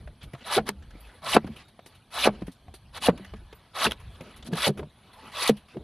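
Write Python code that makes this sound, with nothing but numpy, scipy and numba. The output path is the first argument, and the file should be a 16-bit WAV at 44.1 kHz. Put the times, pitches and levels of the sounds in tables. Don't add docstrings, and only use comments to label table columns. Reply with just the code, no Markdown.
import sys
import numpy as np
from scipy import signal
from scipy.fft import rfft, irfft
from scipy.io import wavfile
from numba import njit

SR = 44100
rng = np.random.default_rng(int(sys.argv[2]) if len(sys.argv) > 2 else 0)


def field_ratio(decibels):
    return 10 ** (np.asarray(decibels, dtype=float) / 20)


def transcribe(signal):
    frames = np.atleast_2d(signal).T
    limited = np.clip(frames, -1, 1)
    pcm = np.round(limited * 32767).astype(np.int16)
    wavfile.write(sys.argv[1], SR, pcm)


N = 257103

TREBLE_EDGE_HZ, TOP_HZ = 5250, 16000
GONE_DB = -64.5

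# hz, level_db (per Hz)
RASP_SPECTRUM = [(150, -61), (250, -21.5), (623, -2.5), (854, -4.5), (1230, -2.5), (1450, -7), (2200, -7),
                 (3870, -1.5), (7510, -27.5), (9960, -18.5), (13200, -30.5)]
# time_s, tearing_db, crunch_db (re tearing),
# sizzle_db (re tearing), slit_pitch_hz
FIRST_STROKES = [
    [(0.438, -53, -18, -15, 819), (0.472, -38.5, -1, -3, 870), (0.494, -38, -1, -10.5, 1010),
     (0.526, -28, -3, -3, 1050), (0.554, -23.5, -6.5, -6, 680), (0.57, -28.5, -1, -1, 673),
     (0.584, -35, 15.5, -7, 671), (0.595, -54, 10, -38.5, 670)],
    [(1.219, -55.5, 2, -8, 830), (1.245, -44.5, 1.5, -4, 1083), (1.269, -33, 0.5, -8, 1148),
     (1.305, -29.5, -10.5, -1, 1125), (1.337, -27, -3.5, -4.5, 714), (1.349, -25.5, 3.5, -1.5, 693),
     (1.371, -30.5, 3.5, -20, 665), (1.378, -38.5, 11.5, -25.5, 665)],
    [(2.105, -58, -6, -6.5, 933), (2.143, -38, -2.5, -3.5, 1013), (2.175, -33, 1, -6, 1153),
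     (2.207, -28, -9, -5, 1180), (2.233, -28, -7, -6, 692), (2.245, -19, -12.5, -8.5, 653),
     (2.275, -30, 13.5, -5, 651), (2.288, -46.5, 15, -36, 661)],
    [(3.003, -61, -16, -1, 1018), (3.025, -32.5, -5.5, -4.5, 958), (3.045, -29.5, -19.5, -4, 638),
     (3.071, -26, 2.5, -0.5, 565), (3.077, -39, 9.5, 1.5, 580), (3.085, -37, 15, -8.5, 565.5),
     (3.098, -42.5, 11.5, -9, 564)],
]
LAST_STROKES = [
    [(3.733, -62.5, 0, -14.5, 1170), (3.755, -37.5, -1, -8, 1130), (3.829, -24.5, -4, -7, 1220),
     (3.851, -21.5, -1, -2.5, 1100), (3.871, -28.5, 4.5, -11, 858), (3.882, -38, -18, -11, 795)],
    [(4.54, -59, 2, -14, 859), (4.546, -44.5, -4, -14, 935), (4.576, -33.5, 0, -8, 1060),
     (4.612, -28.5, -7.5, -7.5, 1150), (4.628, -24.5, -11, -6, 1160), (4.652, -20.5, -10, -8.5, 674),
     (4.678, -25, -3, -2.5, 591), (4.698, -45, 0, 0, 577)],
    [(5.317, -49.5, -7.5, -7, 1090), (5.375, -32.5, -4, -8.5, 1040), (5.435, -28, -14.5, -1, 1120),
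     (5.447, -26.5, -4, -10, 1110), (5.469, -29, -17, -3.5, 565), (5.481, -30.5, -1.5, -5, 543),
     (5.495, -20.5, -6.5, -5, 536), (5.508, -53, -6, 5, 536)],
]
STROKES = FIRST_STROKES + LAST_STROKES
# enter_s, full_tear_s, rasp_db, sizzle_db (re rasp)
NICK_ROWS = [
    (0.656, 0.684, -34, -5),
    (2.927, 2.971, -36.5, -8.5),
    (3.856, 3.921, -43, -8.5),
    (4.445, 4.473, -52, 4),
    (4.514, 4.528, -45, -6),
]


def rms_one(x):
    return x / np.sqrt(np.mean(x ** 2) + 1e-20)


def peak_one(x):
    return x / abs(x).max()


def in_time(rows, silent=None):
    s, *columns = np.transpose(rows)
    return np.array([np.interp(np.arange(N) / SR, s, c, silent, silent) for c in columns])


def colour(x, spectrum):
    hz, level_db = np.transpose(spectrum)
    grid_hz = np.maximum(np.fft.rfftfreq(8192, 1 / SR), 5)
    cepstrum = irfft(np.interp(np.log(grid_hz), np.log(hz), level_db) * np.log(10) / 20)
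    cepstrum[1:4096] *= 2
    cepstrum[4097:] = 0
    return signal.fftconvolve(x, irfft(np.exp(rfft(cepstrum))))[:len(x)]


def split(x, low_hz, high_hz):
    return signal.sosfilt(signal.butter(3, [low_hz, high_hz], "band", fs=SR, output="sos"), x)


def elliptic(x, edge_hz, kind):
    return signal.sosfilt(signal.ellip(10, 0.5, 70, edge_hz, kind, fs=SR, output="sos"), x)


def drift(rate_hz):
    r = np.exp(-32 * np.pi * rate_hz / SR)
    slow = signal.lfilter([1], [1, -2 * r, r * r], rng.standard_normal(N // 16 + 3002))[3000:]
    return np.interp(np.arange(N) / 16, np.arange(len(slow)), rms_one(slow))


def add(out, s, sound):
    at = round(s * SR)
    out[at:at + len(sound)] += sound[:N - at]


def ringing(modes, scale_hz, strengths_db):
    t = np.arange(SR // 4) / SR
    out = np.zeros(len(t))
    for (multiple, level_db, t60_s), strength_db in zip(modes, strengths_db):
        envelope = field_ratio(level_db + strength_db - 60 * t / t60_s)
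        out += envelope * np.sin(2 * np.pi * multiple * scale_hz * t)
    return out


@njit
def sweep(x, turn, r):
    y = np.zeros(len(x))
    for i in range(2, len(x)):
        drive = (1 - r * r) / 2 * (x[i] - x[i - 2])
        y[i] = drive + 2 * r * np.cos(turn[i]) * y[i - 1] - r * r * y[i - 2]
    return y


def resonate(x, hz, width_hz):
    turn = 2 * np.pi * (np.zeros(N) + hz) / SR
    return rms_one(sweep(x, turn, np.exp(-np.pi * width_hz / SR)))


def fibres(per_s, spread_db, cycles, clump_db, clumps_per_s):
    sizes = field_ratio(spread_db * np.minimum(rng.exponential(1, N), 4)) * rng.choice([-1, 1], N)
    sizes = sizes * (rng.random(N) < per_s / SR)
    dealt = rng.integers(0, 30, N)
    out = np.zeros(N)
    for k, hz in enumerate(np.geomspace(250, 13500, 30)):
        r, w = field_ratio(-60 * hz / (cycles * SR)), 2 * np.pi * hz / SR
        ring = signal.lfilter([1, 0, -1], [1, -2 * r * np.cos(w), r * r], sizes * (dealt == k) + 1e-18)
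        out += rms_one(ring) * np.sqrt(hz) * field_ratio(clump_db * drift(clumps_per_s))
    return out


def stroke_curve(rows):
    rows = np.array(rows, float)
    last_s, _, crunch_db, sizzle_db, slit_hz = rows[-1]
    return np.vstack([rows, [last_s + 0.02, GONE_DB, crunch_db, sizzle_db - 10, slit_hz]])


def nick_curve(enter_s, full_s, full_db, sizzle_db):
    touch_db, rise_db, hold_s, release_db_per_s = -63.5, 6, 0.0082, 1103
    crunch_db, slit_hz = -2.5, 900
    stop_s = full_s + hold_s
    gone_s = stop_s + (full_db - GONE_DB) / release_db_per_s
    times_s = [enter_s, (enter_s + full_s) / 2, full_s, stop_s, gone_s]
    levels_db = [touch_db, full_db - rise_db, full_db, full_db, GONE_DB]
    return np.column_stack([times_s, levels_db, [(crunch_db, sizzle_db, slit_hz)] * len(times_s)])


def strokes():
    crunch_edge_hz = 1700
    curves = [stroke_curve(rows) for rows in STROKES] + [nick_curve(*row) for row in NICK_ROWS]
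    slit = np.vstack(curves)
    slit_hz = in_time(slit[np.argsort(slit[:, 0])])[3]
    breaking = fibres(per_s=20000, spread_db=2.1, cycles=40, clump_db=1.8, clumps_per_s=30)
    tearing = colour(breaking, RASP_SPECTRUM)
    crunch = rms_one(split(tearing, 190, crunch_edge_hz))
    crunch = rms_one(crunch + 0.42 * resonate(crunch, slit_hz, width_hz=380))
    rasp = rms_one(split(tearing, crunch_edge_hz, TREBLE_EDGE_HZ))
    sizzle = rms_one(split(tearing, TREBLE_EDGE_HZ, TOP_HZ))
    out = np.zeros(N)
    for rows in curves:
        rasp_db, crunch_db, sizzle_db, _ = in_time(rows, silent=-150)
        out += field_ratio(rasp_db) * (rasp + field_ratio(crunch_db) * crunch + field_ratio(sizzle_db) * sizzle)
    return out


def rips():
    # start_s, length_s, pitch_hz, level_db
    tufts = [(0.447, 0.019, 615, -47), (0.462, 0.016, 1120, -40), (0.513, 0.017, 1040, -29),
             (0.556, 0.017, 3270, -29.5), (0.575, 0.021, 1440, -29), (0.577, 0.02, 702, -18.5),
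             (1.234, 0.018, 720, -42), (1.262, 0.06, 1130, -34.5), (1.322, 0.021, 3070, -26.5),
             (1.331, 0.018, 2340, -25.5), (1.351, 0.0075, 2620, -22.5), (1.3657, 0.0048, 1324, -15),
             (2.163, 0.036, 1260, -39), (2.182, 0.024, 3030, -36), (2.212, 0.036, 3680, -26.5),
             (2.231, 0.031, 2670, -23.5), (2.272, 0.013, 1100, -31), (3.035, 0.018, 960, -32),
             (3.055, 0.015, 3370, -26.5), (3.065, 0.0074, 2740, -24.5), (3.079, .008, 1550, -28),
             (3.086, 0.0047, 2020, -31), (3.088, 0.011, 1250, -31), (3.755, 0.022, 1150, -36),
             (3.815, 0.016, 1140, -28), (3.837, 0.026, 3350, -25), (3.845, 0.026, 1700, -26.5),
             (3.863, 0.011, 2730, -25), (4.638, 0.024, 3300, -27), (5.36, 0.08, 1070, -38),
             (5.42, 0.015, 3820, -33), (5.451, 0.037, 1185, -31), (5.452, 0.029, 2200, -30),
             (5.472, 0.012, 3860, -28), (5.488, 0.0074, 3700, -26.5), (0.562, 0.029, 401, -20),
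             (5.748, 0.022, 444, -40)]
    width = 0.12
    out = np.zeros(N)
    for s, length_s, hz, level_db in tufts:
        size = int(min(length_s, 0.07) * SR)
        tuft = split(rng.standard_normal(SR // 12), (1 - width) * hz, (1 + width) * hz)[-size:]
        add(out, s, field_ratio(level_db) * rms_one(tuft) * signal.windows.tukey(size, 0.7))
    return out


def knocks():
    # start_s, peak_db, nut_pitch_hz, crack_db (re peak), crushing_s
    chops = [(0.568, -20.5, 467, -7, 0.004), (0.577, -22, 460, -6.5, 0.0085),
             (0.584, -23, 670, -18.5, 0.0051), (1.348, -16, 350, -16.5, 0.0069),
             (1.359, -20.5, 334, -19.5, 0.0091), (1.364, -20, 453, 6.5, 0.0031),
             (1.369, -15, 417, -21, 0.003), (2.254, -14.5, 520, -9, 0.0084), (2.272, -14, 440, -13, 0.0061),
             (2.282, -24.5, 624, -20, 0.0052), (3.087, -15.5, 405, -14, 0.0045),
             (3.092, -17, 606, -16, 0.0039), (3.867, -16.5, 430, -10, 0.0023), (4.667, -18, 520, -21, 0.01),
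             (4.69, -18, 397, -28, 0.0076), (5.493, -15.5, 472, -12, 0.0066), (5.498, -29, 296, -42, 0.006)]
    # start_s, peak_db, nut_pitch_hz, crack_db (re peak)
    taps = [(0.073, -40, 608, -4.5), (0.336, -32.5, 338, -13), (0.347, -38.5, 695, -2.5),
            (0.688, -20.5, 410, -6), (0.951, -40.5, 293, -30), (1.443, -28, 283, -15),
            (1.472, -36, 554, -4.5), (1.79, -38, 696, -8.5), (1.86, -46, 392, 1),
            (2.419, -25.5, 303, -16.5), (2.479, -27, 264, -19), (2.68, -43, 727, -9.5),
            (2.738, -42, 395, -5), (3.195, -36.5, 372, -34), (3.335, -31.5, 425, -10.5),
            (3.416, -49, 357, -29), (3.526, -40.5, 452, -7), (4.205, -37.5, 544, -12),
            (4.53, -23.5, 430, -14), (4.792, -27, 420, -10), (4.828, -32.5, 608, -15),
            (5.744, -42.5, 380, -10), (5.768, -25.5, 385, -22.5)]
    # multiple_of_pitch, level_db, t60_s
    nut_modes = [(1.0, 8.5, 0.041), (1.5, 2.5, 0.016), (2.4, -24.5, 0.011), (.78, -16.5, 0.082)]
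    # hz, level_db (per Hz)
    crack_spectrum = [(150, -43.5), (400, -4.5), (900, 5.5), (1800, -2.5), (3000, -6.5), (4500, -12.5),
                      (7500, -28.5), (10000, -26), (13200, -37)]
    tap_crush_s = 0.0044
    out, t = np.zeros(N), np.arange(SR // 12) / SR
    for s, peak_db, nut_hz, crack_db, crush_s in chops + [(*row, tap_crush_s) for row in taps]:
        crushing = rng.standard_normal(len(t)) * (t / crush_s) * np.exp(1 - 1.28 * t / crush_s)
        width_s = 0.000083 * field_ratio(-0.16 * peak_db)
        push = np.exp(-((t - 0.0022) / width_s) ** 2) * 0.00031 / width_s
        contact = push + 0.53 * crushing * np.sqrt(crush_s / 0.0018)
        strengths_db = np.clip(3.1 * rng.standard_normal(4), -4, 4)
        hollow = signal.fftconvolve(contact, ringing(nut_modes, nut_hz, strengths_db))
        crack = colour(crushing, crack_spectrum) + 1.1 * np.gradient(push)
        add(out, s, field_ratio(peak_db + 4) * peak_one(hollow))
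        add(out, s, field_ratio(peak_db + crack_db + 9) * crack)
    return out


def landings():
    # centre_s, peak_db, pop_pitch_hz, first_bounce_loss_db
    pops = [
        (0.5784, -14.5, 610, 1.5),
        (4.6787, -10.5, 550, 14),
        (1.3673, 0.5, 623, 2.5),
        (2.2748, -4, 536, 13),
        (3.0866, -1.5, 507, 2),
        (5.4962, -5, 478, -0.5),
    ]
    bounce_s, dulling, later_loss_db, pop_cycles = 0.00414, 0.81, 13, 0.54
    out, t = np.zeros(N), np.arange(-200, 200) / SR
    for s, peak_db, hz, first_loss_db in pops:
        for k in range(4):
            bounced = min(k, 1)
            turns = t * hz * dulling ** bounced
            pop = np.cos(2 * np.pi * turns + 0.66) * np.exp(-(turns / pop_cycles) ** 2)
            level_db = peak_db - first_loss_db * bounced - later_loss_db * max(k - 1, 0)
            add(out, s + t[0] + k * bounce_s, field_ratio(level_db) * pop)
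    return out


def board():
    # start_s, peak_db, pitch_hz, t60_s
    blows = [(0.238, -34.5, 135, 0.029), (0.335, -32.5, 131, 0.074), (0.586, -25, 214, 0.11),
             (0.687, -34.5, 198, 0.31), (0.937, -43.5, 180, 0.059), (1.362, -20.5, 222, 0.11),
             (1.443, -33.5, 187, 0.09), (1.491, -31, 219, 0.12), (2.277, -21.5, 204.6, 0.12),
             (2.418, -28, 179, 0.065), (2.479, -32.5, 251, 0.065), (3.089, -16.5, 175, 0.066),
             (3.193, -37.5, 194, 0.28), (3.338, -39.5, 210, 0.1), (3.859, -24.5, 169, 0.056),
             (4.208, -31.5, 141, 0.017), (4.487, -30, 230, 0.04), (4.525, -24, 165, 0.11),
             (4.67, -23, 221, 0.078), (4.688, -18, 202, 0.093), (4.79, -35, 216, 0.073),
             (4.828, -32, 154.5, 0.077), (5.498, -17, 207.5, 0.12), (5.766, -26.5, 212, 0.054)]
    out, t = np.zeros(N), np.arange(SR // 4) / SR
    for s, peak_db, hz, t60_s in blows:
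        low_db, high_db = [-7.5, -10] + np.array([3.9, 1.1]) * rng.standard_normal(2)
        wave = np.sin(2 * np.pi * hz * t)
        wave += field_ratio(low_db) * np.sin(2 * np.pi * 0.696 * hz * t)
        wave += field_ratio(high_db - 40 * t / t60_s) * np.sin(2 * np.pi * 1.42 * hz * t)
        envelope = (1 - np.exp(-t / 0.0091)) * field_ratio(-60 * (t / t60_s) ** 0.74)
        add(out, s, field_ratio(peak_db + 2.5) * peak_one(wave * envelope))
    return out


def snaps():
    # start_s, peak_db, pitch_hz, treble_db (re peak)
    snap_rows = [(0.333, -37, 1960, -15), (0.69, -12.5, 1500, -8), (0.8223, -45.5, 1560, -23),
                 (0.905, -42.5, 1550, -16), (1.466, -41, 1510, -15), (1.681, -48, 4080, -11),
                 (3.176, -36, 1120, -14.5), (3.246, -35.5, 1790, -14), (3.526, -37.5, 990, -18),
                 (3.91, -19.5, 3100, -16.5), (3.9189, -14.5, 3030, -15), (4.15, -46, 3180, -24),
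                 (4.208, -33.5, 2360, -17), (4.425, -38, 3230, -42), (4.533, -26, 1590, -19),
                 (4.5544, -24, 1673, -15), (5.475, -32.5, 3370, 8), (5.683, -44, 1240, -16)]
    # start_s, peak_db, pitch_hz, treble_db (re peak)
    scuff_rows = [(0.228, -46.5, 2480, -2), (1.56, -38.5, 2680, -11), (1.859, -49, 1150, -0.5),
                  (1.947, -50.5, 3030, -7.5), (2.466, -42.5, 1780, -6.5), (2.515, -56, 4000, 2),
                  (2.739, -42.5, 4210, -5), (3.358, -47, 1650, -19), (3.997, -40, 1052, -14.5),
                  (4.361, -43.5, 1240, -5), (4.567, -33.5, 1260, -3), (4.773, -34.5, 1320, -11),
                  (5.129, -42, 3770, -12), (5.4183, -21.5, 1120, -38), (5.5667, -43.5, 2860, -5)]
    scuff_s = 0.022
    bursts = [(*row, 0.0056 * field_ratio(-0.51 * (row[1] + 29))) for row in snap_rows]
    bursts += [(*row, scuff_s) for row in scuff_rows]
    out, t = np.zeros(N), np.arange(SR // 10) / SR
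    for s, peak_db, hz, treble_db, length_s in bursts:
        burst = rng.standard_normal(len(t)) * (t / length_s) ** 0.6 * np.exp(-2.2 * t / length_s)
        body = split(burst, 400, TREBLE_EDGE_HZ) + 1.6 * split(burst, 0.8 * hz, 1.2 * hz)
        spit = split(colour(burst, RASP_SPECTRUM), TREBLE_EDGE_HZ, TOP_HZ)
        add(out, s, field_ratio(peak_db + 0.5) * (peak_one(body) + field_ratio(treble_db + 8) * peak_one(spit)))
    return out


def singing():
    # start_s, level_db
    lifts = [
        (0.988, -51),
        (1.863, -61),
        (3.53, -54.5),
        (4.2, -58),
    ]
    # hz, level_db, t60_s
    blade_modes = [(4700, -6, .1), (9000, -3, .1), (10100, -3, .1), (11100, -2, .1), (12000, 0, .1)]
    out = np.zeros(N)
    for s, level_db in lifts:
        rubbing = rng.standard_normal(2000) * np.hanning(2000)
        steel = ringing(blade_modes, 1, 3 * rng.standard_normal(len(blade_modes)))
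        add(out, s, field_ratio(level_db) * peak_one(signal.fftconvolve(rubbing, steel)))
    return out


def swishes():
    # start_s, length_s, pitch_hz, level_db
    passes = [(0.205, 0.051, 3180, -50), (0.401, 0.041, 2800, -52), (0.661, 0.051, 3040, -47),
              (1.51, 0.052, 3160, -58), (1.547, 0.084, 2680, -55.5), (1.574, 0.07, 1180, -53.5),
              (1.603, 0.13, 3560, -73), (2.318, 0.058, 2800, -55.5), (2.407, 0.012, 3900, -55),
              (1.025, 0.1, 900, -60), (4.451, 0.035, 3200, -48), (4.23, 0.12, 2340, -59),
              (5.686, 0.075, 2520, -57)]
    out = np.zeros(N)
    for s, length_s, hz, level_db in passes:
        noise = rng.standard_normal(SR // 6)
        rub = split(noise, 0.876 * hz, 1.1 * hz) + 0.5 * split(noise, 1.3 * hz, 1.45 * hz)
        rub += 0.66 * split(noise, 260, 4330)
        size = int(length_s * SR)
        add(out, s, field_ratio(level_db) * rms_one(rub)[:size] * signal.windows.tukey(size, 0.6))
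    return out


def effort():
    # time_s, level_db
    brushing_curve = [(0, -57), (0.1, -84.5), (0.5, -47), (0.78, -73.5), (1.01, -55), (1.6, -58),
                      (1.77, -91), (1.93, -58.5), (2.09, -86), (2.29, -52.5), (2.68, -78.5), (3.26, -54),
                      (3.38, -65), (3.9, -58.5), (4.3, -54), (4.9, -69.5), (5.33, -44.5), (5.65, -64.5)]
    # centre_s, length_s, rocking_db, rolling_db
    shoves = [(0.053, 0.3, -35.5, -53.5), (0.268, 0.17, -41, -53), (0.62, 0.28, -35, -40),
              (0.813, 0.52, -41.5, -55), (1.028, 1, -53, -60.5), (1.367, 0.34, -41.5, -47),
              (1.46, 0.3, -40, -44), (2.302, 0.2, -32, -36), (2.433, 0.17, -38, -61.5),
              (2.696, 0.17, -37, -56), (2.889, 0.45, -39, -70), (3.11, 0.17, -35.5, -36.5),
              (3.354, 0.25, -37, -61), (3.878, 0.11, -46.5, -34), (4.06, 0.34, -37.5, -62.5),
              (4.255, 0.19, -45, -46.5), (4.398, 0.2, -44, -51), (5.313, 0.9, -62.5, -54.5),
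              (4.531, 0.16, -51, -36.5), (4.807, 0.098, -30, -32.5), (5.513, 0.14, -45.5, -43),
              (5.82, 0.17, -49, -45)]
    lift_db, lift_s, muffle_db, muffle_s, shove_fall_db = -6.5, 0.028, -3.5, 0.051, 15.5
    t = np.arange(N) / SR
    ends_s = [rows[-2][0] for rows in STROKES]
    muffled = np.max([(t > s) * np.exp(-abs(t - s) / muffle_s) for s in ends_s], axis=0)
    entries_s = [rows[0][0] for rows in STROKES] + [row[0] for row in NICK_ROWS]
    lifted = np.max([np.exp(-((t - s) / lift_s) ** 2) for s in entries_s], axis=0)
    brush_db = in_time(brushing_curve)[0] + lift_db * lifted
    treble_db = brush_db - 13 + muffle_db * muffled
    rocking_db, rolling_db = np.full(N, -79.0), np.full(N, -69.0)
    for s, length_s, rock_db, roll_db in shoves:
        fall_db = shove_fall_db * abs(t - s) / (length_s / 2)
        rocking_db = np.maximum(rocking_db, rock_db - fall_db)
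        rolling_db = np.maximum(rolling_db, roll_db - fall_db)
    return brush_db, treble_db, rocking_db, rolling_db


def handling():
    # hz, level_db (per Hz)
    brush_spectrum = [(240, -27.5), (400, -2.5), (948, 1), (1430, -2.5), (3340, -5), (4410, -6),
                      (6450, -19.5), (7910, -27), (9850, -15), (13200, -28.5)]
    # hz, level_db (per Hz)
    rumble_spectrum = [(12, -40), (20, -6.5), (38, -4), (64, -11), (150, -5), (260, -25), (340, -44.5),
                       (570, -120)]
    # hz, level_db
    rocking_modes = [(48, 0.5), (62, 10.5), (80, 0.5), (100, -18.5)]
    brush_db, treble_db, rocking_db, rolling_db = effort()
    breaking = fibres(per_s=24000, spread_db=2, cycles=34, clump_db=4.5, clumps_per_s=10)
    brush = colour(breaking, brush_spectrum)
    brushing = field_ratio(brush_db) * rms_one(split(brush, 300, TREBLE_EDGE_HZ))
    brushing += field_ratio(treble_db) * rms_one(split(brush, TREBLE_EDGE_HZ, TOP_HZ))
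    shaking = rms_one(colour(rng.standard_normal(N), rumble_spectrum))
    rocking = 1.2 * shaking
    for hz, level_db in rocking_modes:
        rocking += field_ratio(level_db + 6 * drift(3)) * resonate(shaking, hz, width_hz=8)
    rolling = rms_one(split(rng.standard_normal(N), 84, 600) * field_ratio(2.9 * drift(28)))
    rolling = rms_one(rolling + 1.4 * resonate(rolling, 205, width_hz=62))
    return brushing + field_ratio(rocking_db - 5.5) * rms_one(rocking) + field_ratio(rolling_db) * rolling


def sways():
    # start_s, length_s, from_hz, to_hz, peak_db
    groans = [(.03, 0.12, 80, 45, -40), (0.21, 0.095, 79.6, 55, -42), (0.569, 0.069, 52.3, 65, -43),
              (0.74, 0.11, 58.6, 83, -39.5), (0.83, 0.26, 38, 53.3, -45.5),
              (0.996, 0.13, 58.3, 48.3, -43.5), (1.2, 0.16, 211, 71, -46), (1.327, 0.045, 55, 50.2, -36.5),
              (1.447, 0.11, 72, 89, -42.5), (2.168, 0.1, 50, 70, -44), (2.229, 0.044, 48, 55, -43),
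              (2.343, 0.069, 48, 70, -42), (2.427, 0.075, 52.5, 49.7, -39), (2.653, 0.1, 100, 62, -44),
              (2.851, 0.077, 94, 45, -51.5), (3.072, 0.12, 52, 60, -40.5), (3.357, 0.077, 67.5, 70, -48.5),
              (3.864, 0.08, 74.6, 50.3, -37), (4.033, 0.1, 75, 50.3, -39), (4.369, 0.13, 58, 68, -46),
              (4.558, 0.11, 60, 62, -45), (5.488, 0.12, 54.7, 60, -49), (5.78, 0.093, 65, 62, -40.5)]
    # start_s, length_s, from_hz, to_hz, peak_db
    whines = [
        (1.59, 0.14, 3760, 3750, -62),
    ]
    out = np.zeros(N)
    for s, length_s, from_hz, to_hz, peak_db in groans + whines:
        size = int(length_s * SR)
        turns = np.cumsum(np.geomspace(from_hz, to_hz, size)) / SR
        add(out, s, field_ratio(peak_db - 1.5) * np.sin(2 * np.pi * turns) * signal.windows.tukey(size, 0.7))
    return out


def field():
    # hz, level_db (per Hz)
    leaf_spectrum = [(18, -34.5), (30, -4), (92, 5.5), (446, -16.5), (706, -11), (2060, -23), (3790, -17.5),
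                     (7930, -39), (9970, -24.5), (13200, -45.5)]
    leaves = rms_one(colour(rng.standard_normal(N), leaf_spectrum))
    gusts, edges_hz = drift(13), np.geomspace(1200, TOP_HZ, 9)
    rustle = np.zeros(N)
    for k, (low_hz, high_hz) in enumerate(zip(edges_hz, edges_hz[1:])):
        patch_db = 5 * np.roll(gusts, k * N // len(edges_hz)) + 3 * gusts - 4
        rustle += (field_ratio(patch_db) - 1) * split(leaves, low_hz, high_hz)
    return field_ratio(-58) * (leaves + rustle)


def scene():
    # hz, level_db
    dip_response = [(1700, -0.5), (2600, 0), (4300, -2.5), (5000, -5.5), (6500, -3), (8000, 0)]
    near = strokes() + rips() + knocks() + board() + snaps() + singing() + swishes()
    near = signal.sosfilt(signal.butter(2, 120, "high", fs=SR, output="sos"), near)
    echo = np.roll(split(near, 320, 3000), round(0.012 * SR))
    around = handling() + sways() + field()
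    sound = colour(near + field_ratio(-18) * echo + landings() + around, dip_response)
    return np.array([sound, sound])


def roll_off(x):
    return signal.sosfilt(signal.butter(12, 14190, fs=SR, output="sos"), x)


def record(dry):
    wide_from_hz, wide_db, cutoff_hz = 4250, -3.6, 13150
    scrambled = dry[0] * drift(250)
    side = field_ratio(wide_db) * elliptic(scrambled, wide_from_hz, "high")
    wide = np.clip(dry, -0.94, 0.94) + side * [[1], [-1]]
    return roll_off(elliptic(wide, cutoff_hz, "low"))


dry = scene()
out = record(dry)
transcribe(out)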